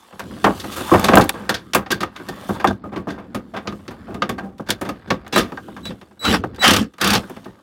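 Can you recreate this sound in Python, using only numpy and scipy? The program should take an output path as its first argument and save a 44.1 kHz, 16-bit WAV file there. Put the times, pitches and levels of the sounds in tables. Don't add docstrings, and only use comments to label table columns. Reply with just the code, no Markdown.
import sys
import numpy as np
from scipy import signal
from scipy.fft import rfft, irfft
from scipy.io import wavfile
from scipy.ndimage import uniform_filter1d

SR = 44100
rng = np.random.default_rng(int(sys.argv[2]) if len(sys.argv) > 2 else 0)


def to_wav(sig):
    pcm = np.clip(np.atleast_2d(sig), -1, 1) * 32767
    pcm = np.round(pcm).astype(np.int16)
    wavfile.write(sys.argv[1], SR, pcm.T)


N = 336042

# (f/Hz, level/dB, rise/s, first decay/s, echo/dB, echo t60/s)
SPACE = [(59.7, -19, 0.039, 0.034, -10.5, 0.16), (242, -0.6, 0.018, 0.0089, -9.5, 0.18),
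         (1037, -1.2, 0.002, 0.0027, -14, 0.18), (3830, -1.5, 0.0003, 0.00051, -7, 0.11),
         (7570, -2.5, 0.00011, 0.00047, -11.5, 0.093), (15500, -5, 0.00016, 0.00024, -13.5, 0.12)]
BANDS_HZ = [60, 120, 240, 480, 960, 1900, 3800, 7600, 15000]
COLOUR_HZ = [220, 1100, 4000, 11000]
FIRM_S = .006
RING_DB = 5.0
SPOT_DB, SPOT_WIDTH_LOG, SPOT_SPREAD_DB = 20.0, 0.12, 4


def knocks(size=8192):
    s, db, thump, click, tick, pitch_hz, contact_s = blows().T[:, :, None]
    t = np.arange(size) / SR
    hz = np.fft.rfftfreq(size, 1 / SR)
    grit, chatter = rng.standard_normal((len(s), 2, size)).transpose(1, 0, 2)
    chatter = amp(1.5 * evened(uniform_filter1d(chatter, size=60)))
    mode_hz = np.transpose(PANEL)[0]
    near = np.exp(-(np.log(mode_hz / pitch_hz) / SPOT_WIDTH_LOG) ** 2)
    spot_db = SPOT_DB * near + SPOT_SPREAD_DB * rng.standard_normal(near.shape)
    spectrum = rfft(grit) * ringing(hz, RING_DB + spot_db)
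    colours = np.hstack([thump, 0 * db, click, tick])
    soft = contact_s / FIRM_S
    swell_s = .0008 * soft ** 3
    out = 0
    for k, centre in enumerate(BANDS_HZ):
        one_band = np.arange(len(BANDS_HZ)) == k
        share = read(np.c_[BANDS_HZ, one_band], hz) * (hz > 40)
        band_db, rise_s, first_s, echo_db, t60_s = (
            read(np.array(SPACE)[:, [0, c]], centre) for c in range(1, 6))
        colour_db = np.array([read(np.c_[COLOUR_HZ, c], centre) for c in colours])[:, None]
        first_decay = np.exp(-t / (first_s + 0.58 * contact_s))
        echo = amp(echo_db - 60 * t / (t60_s * soft ** 0.52))
        shape = (1 - np.exp(-t / (rise_s + swell_s))) * (first_decay + echo)
        part = irfft(spectrum * share) * chatter * shape
        level = np.sqrt((shape ** 2).sum(1) / (part ** 2).sum(1))[:, None]
        out = out + part * amp(db + band_db + colour_db) * level
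    fade_out = np.minimum(1, (t[-1] - t) / 0.035)
    return place(s[:, 0], out * fade_out)


# (t/s, blow level/dB, thump/dB, click/dB, tick/dB, pitch f/Hz, contact/s)
KNOCKS = [(0.193, -20.5, -13.5, -14, -11.5, 1490, 0.009), (0.442, -2.5, -6.5, -18, -25.5, 810, 0.0082),
          (0.465, -3, -9, -45, -30, 861, 0.0082), (0.597, -41, -6, 16, 4, 1710, 0.0099),
          (0.717, -31, -6, 2, 2, 1300, 0.015), (0.759, -19.5, -6, -11, 1.5, 1320, 0.018),
          (0.915, -3, 3, -68, -26, 1120, 0.0084), (0.937, -0.5, -8, -33, -27, 860, 0.0096),
          (0.996, -18.5, -1, -12, -0.5, 694, 0.002), (1.041, -16, 4.5, 2.5, -2.5, 1110, 0.0095),
          (1.084, -3.5, -3.5, -18, -26, 1080, 0.0064), (1.118, -5.5, -5, -52.5, -30, 660, 0.015),
          (1.155, -9, -18.5, -12, 2, 800, 0.002), (1.171, 11, -10.5, -69, -24, 1100, 0.0018),
          (1.182, -14.5, -8, -13, 2, 686, 0.0031), (1.195, -4, -2, -32, -23, 829, 0.0077),
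          (1.209, -20.5, -13, 1.5, -3, 685, 0.0089), (1.241, -19, -4.5, -22, -4, 1120, 0.0036),
          (1.293, -10, -16, -1, 1.5, 1440, 0.00067), (1.334, -8.5, -5, -22, -32, 1380, 0.048),
          (1.492, -11, -3.5, -4.5, -11.5, 1687, 0.0085), (1.541, -22.5, -11, 4.5, -11, 1510, 0.0094),
          (1.734, -20, -7, 2, -7, 1230, 0.0039), (1.747, -4, -6.5, -15, -5, 1070, 0.0073),
          (1.861, -26, -8, -14, -55, 894, 0.0072), (1.904, -16.5, 3, -3.5, -14, 1010, 0.011),
          (1.915, -12.5, -30, -3, -7.5, 1490, 0.0086), (2.004, -21.5, 3.5, -1.5, -12, 1240, 0.012),
          (2.031, -9.5, -14, -21, -25, 1210, 0.004), (2.161, -30, -14, -4, -19, 1230, 0.0079),
          (2.286, -27, 7.5, -3.5, -8, 1820, 0.0067), (2.492, -15.5, 6.5, -37, -16, 860, 0.005),
          (2.597, -19, -11, -14.5, -27, 1590, 0.012), (2.643, 2, -18, -41, -34, 848, 0.0049),
          (2.672, -20, 12.5, 0, -16, 1600, 0.0076), (2.707, -14, 0, -44, -37, 653, 0.002),
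          (2.837, -24, 1.5, -40, -62, 1230, 0.014), (2.919, -19, -1, -25, -45, 720, 0.022),
          (2.96, -22, 6.5, -15, -37, 1140, 0.0073), (3.071, -20, 6, -54, -35, 659, 0.0039),
          (3.083, -25, -8, -11, -35, 615, 0.013), (3.1, -26, 5, -7.5, -20, 1710, 0.012),
          (3.177, -25.5, -1, -24, -45, 1460, 0.016), (3.346, -21.5, 7, -11, -11.5, 1230, 0.0075),
          (3.536, -19.5, -3.5, -24, -44, 710, 0.015), (3.563, -18.5, -12, -14, -33, 715, 0.011),
          (3.654, -30.5, 3, -41, -33, 1160, 0.006), (3.723, -29, 8, -18, -28.5, 1210, 0.0054),
          (3.673, -23, 7, -2.5, -33, 1240, 0.005), (3.879, -32, 10.5, -2.5, -18, 1030, 0.0054),
          (3.905, -28, -3, -19, -18, 640, 0.013), (4.075, -21.5, 3, -44, -44, 694, 0.026),
          (4.143, -29, 7, -11.5, -15, 1220, 0.0056), (4.22, -9, -9.5, -13, -54, 1210, 0.006),
          (4.292, -17.5, 1.5, -10.5, -12.5, 1120, 0.0074), (4.38, -18.5, -12, -20, -31, 1450, 0.011),
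          (4.427, -28.5, 9.5, -33, -44, 824, 0.02), (4.581, -50.5, -18, 2, -4, 880, 0.0058),
          (4.596, -22.5, 6.5, -69, -36, 653, 0.0027), (4.662, -30, -5, -6, -20, 1480, 0.02),
          (4.687, -20, 2.5, -6, -13, 1580, 0.0088), (4.704, -21, 5, 9.5, 4, 1500, 0.0045),
          (4.812, -19.5, 2.5, -18, -9, 1040, 0.0076), (4.846, -22.5, 3.5, -13, -20, 1030, 0.016),
          (4.889, -19, 0.5, -13, -17, 1180, 0.0062), (5.073, -38.5, 17, -7, -25, 1590, 0.011),
          (5.103, -10, 0.5, -9, -31.5, 1180, 0.007), (5.265, -28, -25, -17, -33, 1400, 0.004),
          (5.279, -44.5, 15, 3, 4.5, 840, 0.0017), (5.324, -16.5, 2, 2, -12, 780, 0.017),
          (5.359, -5.5, -3, -16, -14, 1240, 0.0051), (5.375, -12, 0, -0.5, -4, 1210, 0.014),
          (5.52, -24.5, 3.5, -23, -33, 1260, 0.0054), (5.573, -18, -22, -25, -52, 1580, 0.0034),
          (5.682, -28, 4.5, -57, -19, 710, 0.0023), (5.764, -26.5, -14, -19, -28, 690, 0.0084),
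          (5.854, -34, 9.5, 4.5, -7, 716, 0.0048), (5.905, -32.5, 9.5, -10, -36, 840, 0.0078),
          (6.013, -37, 2, -10, -22.5, 690, 0.0056), (6.437, -12.5, -0.5, -34, -51, 720, 0.0021),
          (6.546, -38.5, -5, -7, -17, 797, 0.003), (6.56, -45.5, -7.5, 3, -4, 1505, 0.006),
          (6.936, -45.5, 2, -6, -12, 1290, 0.006), (6.982, -30, -14, -14, -17, 1260, 0.0038),
          (7.152, -19, 4.5, 2.5, -7, 1170, 0.0054), (7.296, -29.5, 4.5, -24, -8, 736, 0.0068),
          (7.364, -31.5, 3, -16.5, -27, 660, 0.006), (7.443, -49, -24, 5, -5, 764, 0.0082),
          (7.456, -30, 5, -38, -20, 697, 0.005)]
# (first t/s, last t/s, first level/dB, last level/dB, slips)
CLUTCH = [(6.678, 6.763, -15, -20, 4), (7.012, 7.134, -21, -20, 5)]
# (thump/dB, click/dB, tick/dB, pitch f/Hz, contact/s)
SLIP = (5, 5.05, 1.1, 1300, 0.0072)
# (thump/dB, click/dB, tick/dB)
FIDGET = (4, -20, -38)
FIDGETS_PER_S, FIDGET_DB, FIDGET_SPREAD_DB = 6, 8.5, 4


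def blows():
    slips = []
    for first_s, last_s, first_db, last_db, count in CLUTCH:
        for point in np.linspace((first_s, first_db), (last_s, last_db), round(count)):
            slips.append((*point, *SLIP))
    when, size, spot = rng.random((round(FIDGETS_PER_S * N / SR), 3)).T
    when_s = when * N / SR
    s, _, scrape_db, _ = np.transpose(HANDS)
    db = np.interp(when_s, s, scrape_db) + FIDGET_DB - FIDGET_SPREAD_DB * np.log(1 - size)
    pitch_hz = 650 * 4.7 ** spot
    taps = [(a, b, *FIDGET, c, .007) for a, b, c in zip(when_s, db, pitch_hz)]
    return np.array([*KNOCKS, *slips, *taps])


# (f/Hz, width/Hz, level/dB)
PANEL = [(116, 13, 2), (201.2, 6.9, 15), (272.3, 108, 0), (357.6, 27.5, -2.5), (508, 28, -5),
         (665, 11, -14), (784.4, 16, -11.5), (1126, 21, -10.5), (1230, 19, -8.5), (1587, 52, -6.5),
         (1823, 6.7, 4), (2194, 19, -13.5), (2665, 34, -10.5), (3522, 100, -3), (4557, 34, -4.5),
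         (6540, 47, -23), (9520, 100, -4.5), (13500, 300, -3)]


def ringing(hz, ring_db):
    f, width, db = np.transpose(PANEL)[:, :, None]
    return 1 + amp(ring_db + db[:, 0]) @ (width / (width + 2j * (hz - f)))


# (pull t/s, at speed t/s, let go t/s, gears at speed level/dB, gears at let go level/dB,
#                 shaking level/dB, whine stop t/s, whine level/dB)
BURSTS = [(5.336, 5.362, 5.4, -21, -22, -15, 5.38, -25), (5.832, 5.87, 5.91, -35, -44, -30, 5.892, -33),
          (6.194, 6.25, 6.348, -19.5, -17.5, -17, 6.312, -24),
          (6.592, 6.642, 6.82, -7.5, -27, -21, 6.64, -21),
          (6.99, 7.014, 7.17, -20.5, -19.5, -21, 7.005, -50)]
# (f/Hz, level/dB per Hz)
GEARS = [(290, -36), (500, -1.5), (855, 3.5), (946, -4), (1180, 5), (2390, -4), (3200, -0.5), (3490, -8),
         (4210, -7), (5710, -9), (6140, -14), (7530, -14.5), (16000, -28.5)]
# (f/Hz, level/dB per Hz)
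SHAKE = [(18, -55), (30, -26), (53, -3.5), (155, -14), (199, -0.5), (417, -13.5), (461, -6), (600, -25.5),
         (780, -35), (1320, -120)]
# (multiple, level/dB)
OVERTONES = [(1, 3), (2, -7), (3, -12.5), (4, -12)]
SWITCHING_HZ = 3928
SPIN_UP_DB, COAST_DB_PER_S = -39, 537
SHAKE_LAG_S, SHAKE_COAST_DB_PER_S = 0.033, 341
WHINE_START_DB, WHINE_TOP, WHINE_END_DB = -20, 0.62, -8
ON_START, ON_END = 0.093, 0.56
ON_MIN, ON_MAX = .02, .5


def driver():
    t = np.arange(N) / SR
    spin, shaking, singing, on = [], [], [], np.zeros(N)
    for pull, fast, free, fast_db, free_db, shake_db, stop, whine_db in BURSTS:
        end = free + .2
        spin.append([(pull, fast_db + SPIN_UP_DB), (fast, fast_db),
                     (free, free_db), (end, free_db - .2 * COAST_DB_PER_S)])
        shaken = fast + SHAKE_LAG_S
        shaking.append([(pull, shake_db + SPIN_UP_DB), (shaken, shake_db),
                        (max(free, shaken), shake_db), (end, shake_db - .2 * SHAKE_COAST_DB_PER_S)])
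        top = pull + WHINE_TOP * (stop - pull)
        singing.append([(pull, whine_db + WHINE_START_DB), (top, whine_db), (stop, whine_db + WHINE_END_DB)])
        on += np.interp(t, [pull, stop, stop + .01], [ON_START, ON_END, ON_END], 0, 0)
    gear_noise = grains(GEARS, grainy_db=3.5, patchy_db=3.0, ring_db=3.0, grain=30)
    shake_noise = grains(SHAKE, grainy_db=.1, patchy_db=1.5, ring_db=-6.0, size=2048)
    on = np.clip(on, ON_MIN, ON_MAX)
    whine = 0
    for k, db in OVERTONES:
        pulse = np.sin(np.pi * k * on) / (k * np.sin(np.pi * on))
        whine = whine + amp(db) * pulse * np.cos(2 * np.pi * k * SWITCHING_HZ * t)
    gears = along(spin, lambda r: r[1]) * gear_noise
    shake = along(shaking, lambda r: r[1]) * shake_noise
    return gears + shake + np.sqrt(2) * along(singing, lambda r: r[1]) * whine


# (t/s, handling level/dB, scraping level/dB, rustling level/dB)
HANDS = [(0, -61, -52.5, -56), (.18, -57, -50, -58), (.25, -33, -49.5, -53.5), (.85, -37.5, -35, -34.5),
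         (1.1, -25.5, -21, -37), (1.28, -54, -44, -47), (1.5, -37.5, -47.5, -56), (1.7, -41.5, -54.5, -62),
         (2.1, -51, -51.5, -71), (2.2, -43, -43, -55), (2.55, -40, -38, -44), (2.75, -39.5, -56.5, -88),
         (3.75, -45.5, -55, -59.5), (4.05, -39.5, -47.5, -65), (4.299, -32, -55, -67),
         (4.552, -49.5, -65.5, -74.5), (4.85, -48, -48, -63.5), (5.2, -43, -51.5, -75),
         (5.5, -42, -50.5, -57.5), (5.85, -36, -55, -59), (6.151, -56.5, -64.5, -68),
         (6.42, -29.5, -50, -81), (6.95, -60, -65, -71.5), (7.22, -41, -45, -50.5), (7.62, -56, -58, -67.5)]
# (f/Hz, level/dB per Hz)
RUMBLE = [(15, -50.5), (25, -34), (75, 2), (141, -11.5), (200, -1.5), (349, -8.5), (600, -19.5),
          (910, -39.5), (1540, -120)]
# (f/Hz, level/dB per Hz)
SCRAPE = [(200, -16), (500, 8), (1200, 10.5), (1700, 5.5), (2500, -4.5), (5000, -10.5), (9000, -67.5)]
# (f/Hz, level/dB per Hz)
RUSTLE = [(1200, -22), (3000, 7.5), (5000, -0.5), (9000, -2), (16000, -9.5)]


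def hands():
    rumble = grains(RUMBLE, grainy_db=0, patchy_db=2.5, ring_db=-6.0, size=2048)
    scrape = grains(SCRAPE, grainy_db=3.5, patchy_db=2.5, ring_db=3.0, size=1024, grain=150)
    rustle = grains(RUSTLE, grainy_db=2.5, patchy_db=2.5, ring_db=2.0, size=1024, grain=80)
    layers = [rumble, scrape, rustle]
    return sum(along([HANDS], lambda r: r[k + 1]) * layer for k, layer in enumerate(layers))


def grains(colour, grainy_db, patchy_db, ring_db, size=512, grain=40):
    uneven = evened(uniform_filter1d(rng.standard_normal(N + size), size=round(grain)))
    noise = rng.standard_normal(N + size) * amp(grainy_db * uneven)
    hz, _, z = signal.stft(noise, SR, nperseg=size)
    patches = rng.standard_normal(z.T.shape).T
    patches = uniform_filter1d(patches, size=6, axis=0)
    patches = evened(uniform_filter1d(patches, size=8, axis=1))
    z *= amp(read(colour, hz)[:, None] + patchy_db * patches)
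    z *= abs(ringing(hz, ring_db))[:, None]
    return evened(signal.istft(z, SR, nperseg=size)[1][:N])


def amp(db):
    return 10 ** (np.asarray(db) / 20)


def evened(x):
    return x / np.sqrt(np.mean(x ** 2) + 1e-20)


def read(points, hz):
    f, value = np.transpose(points)
    return np.interp(np.log(hz + 1), np.log(f + 1), value)


def along(tables, column):
    t = np.arange(N) / SR
    gain = 0
    for table in tables:
        columns = np.transpose(table)
        gain = gain + amp(np.interp(t, columns[0], column(columns), -200, -200))
    return uniform_filter1d(gain, size=64)


def place(times, sounds):
    out = np.zeros(N + sounds.shape[1])
    for s, sound in zip(times, sounds):
        out[round(s * SR):][:len(sound)] += sound
    return out[:N]


def scene():
    return (knocks() + driver() + hands())[None]


EDGE_HZ = 16150


def record(dry):
    heard = signal.sosfilt(signal.butter(3, 48, "highpass", fs=SR, output="sos"), dry)
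    held = heard / (1 + abs(heard) ** 6) ** (1 / 6)
    band_limit = signal.firwin(511, EDGE_HZ, window=("kaiser", 9), fs=SR)
    return signal.oaconvolve(held, band_limit[None], "same")


dry = scene()
out = record(dry)
to_wav(out)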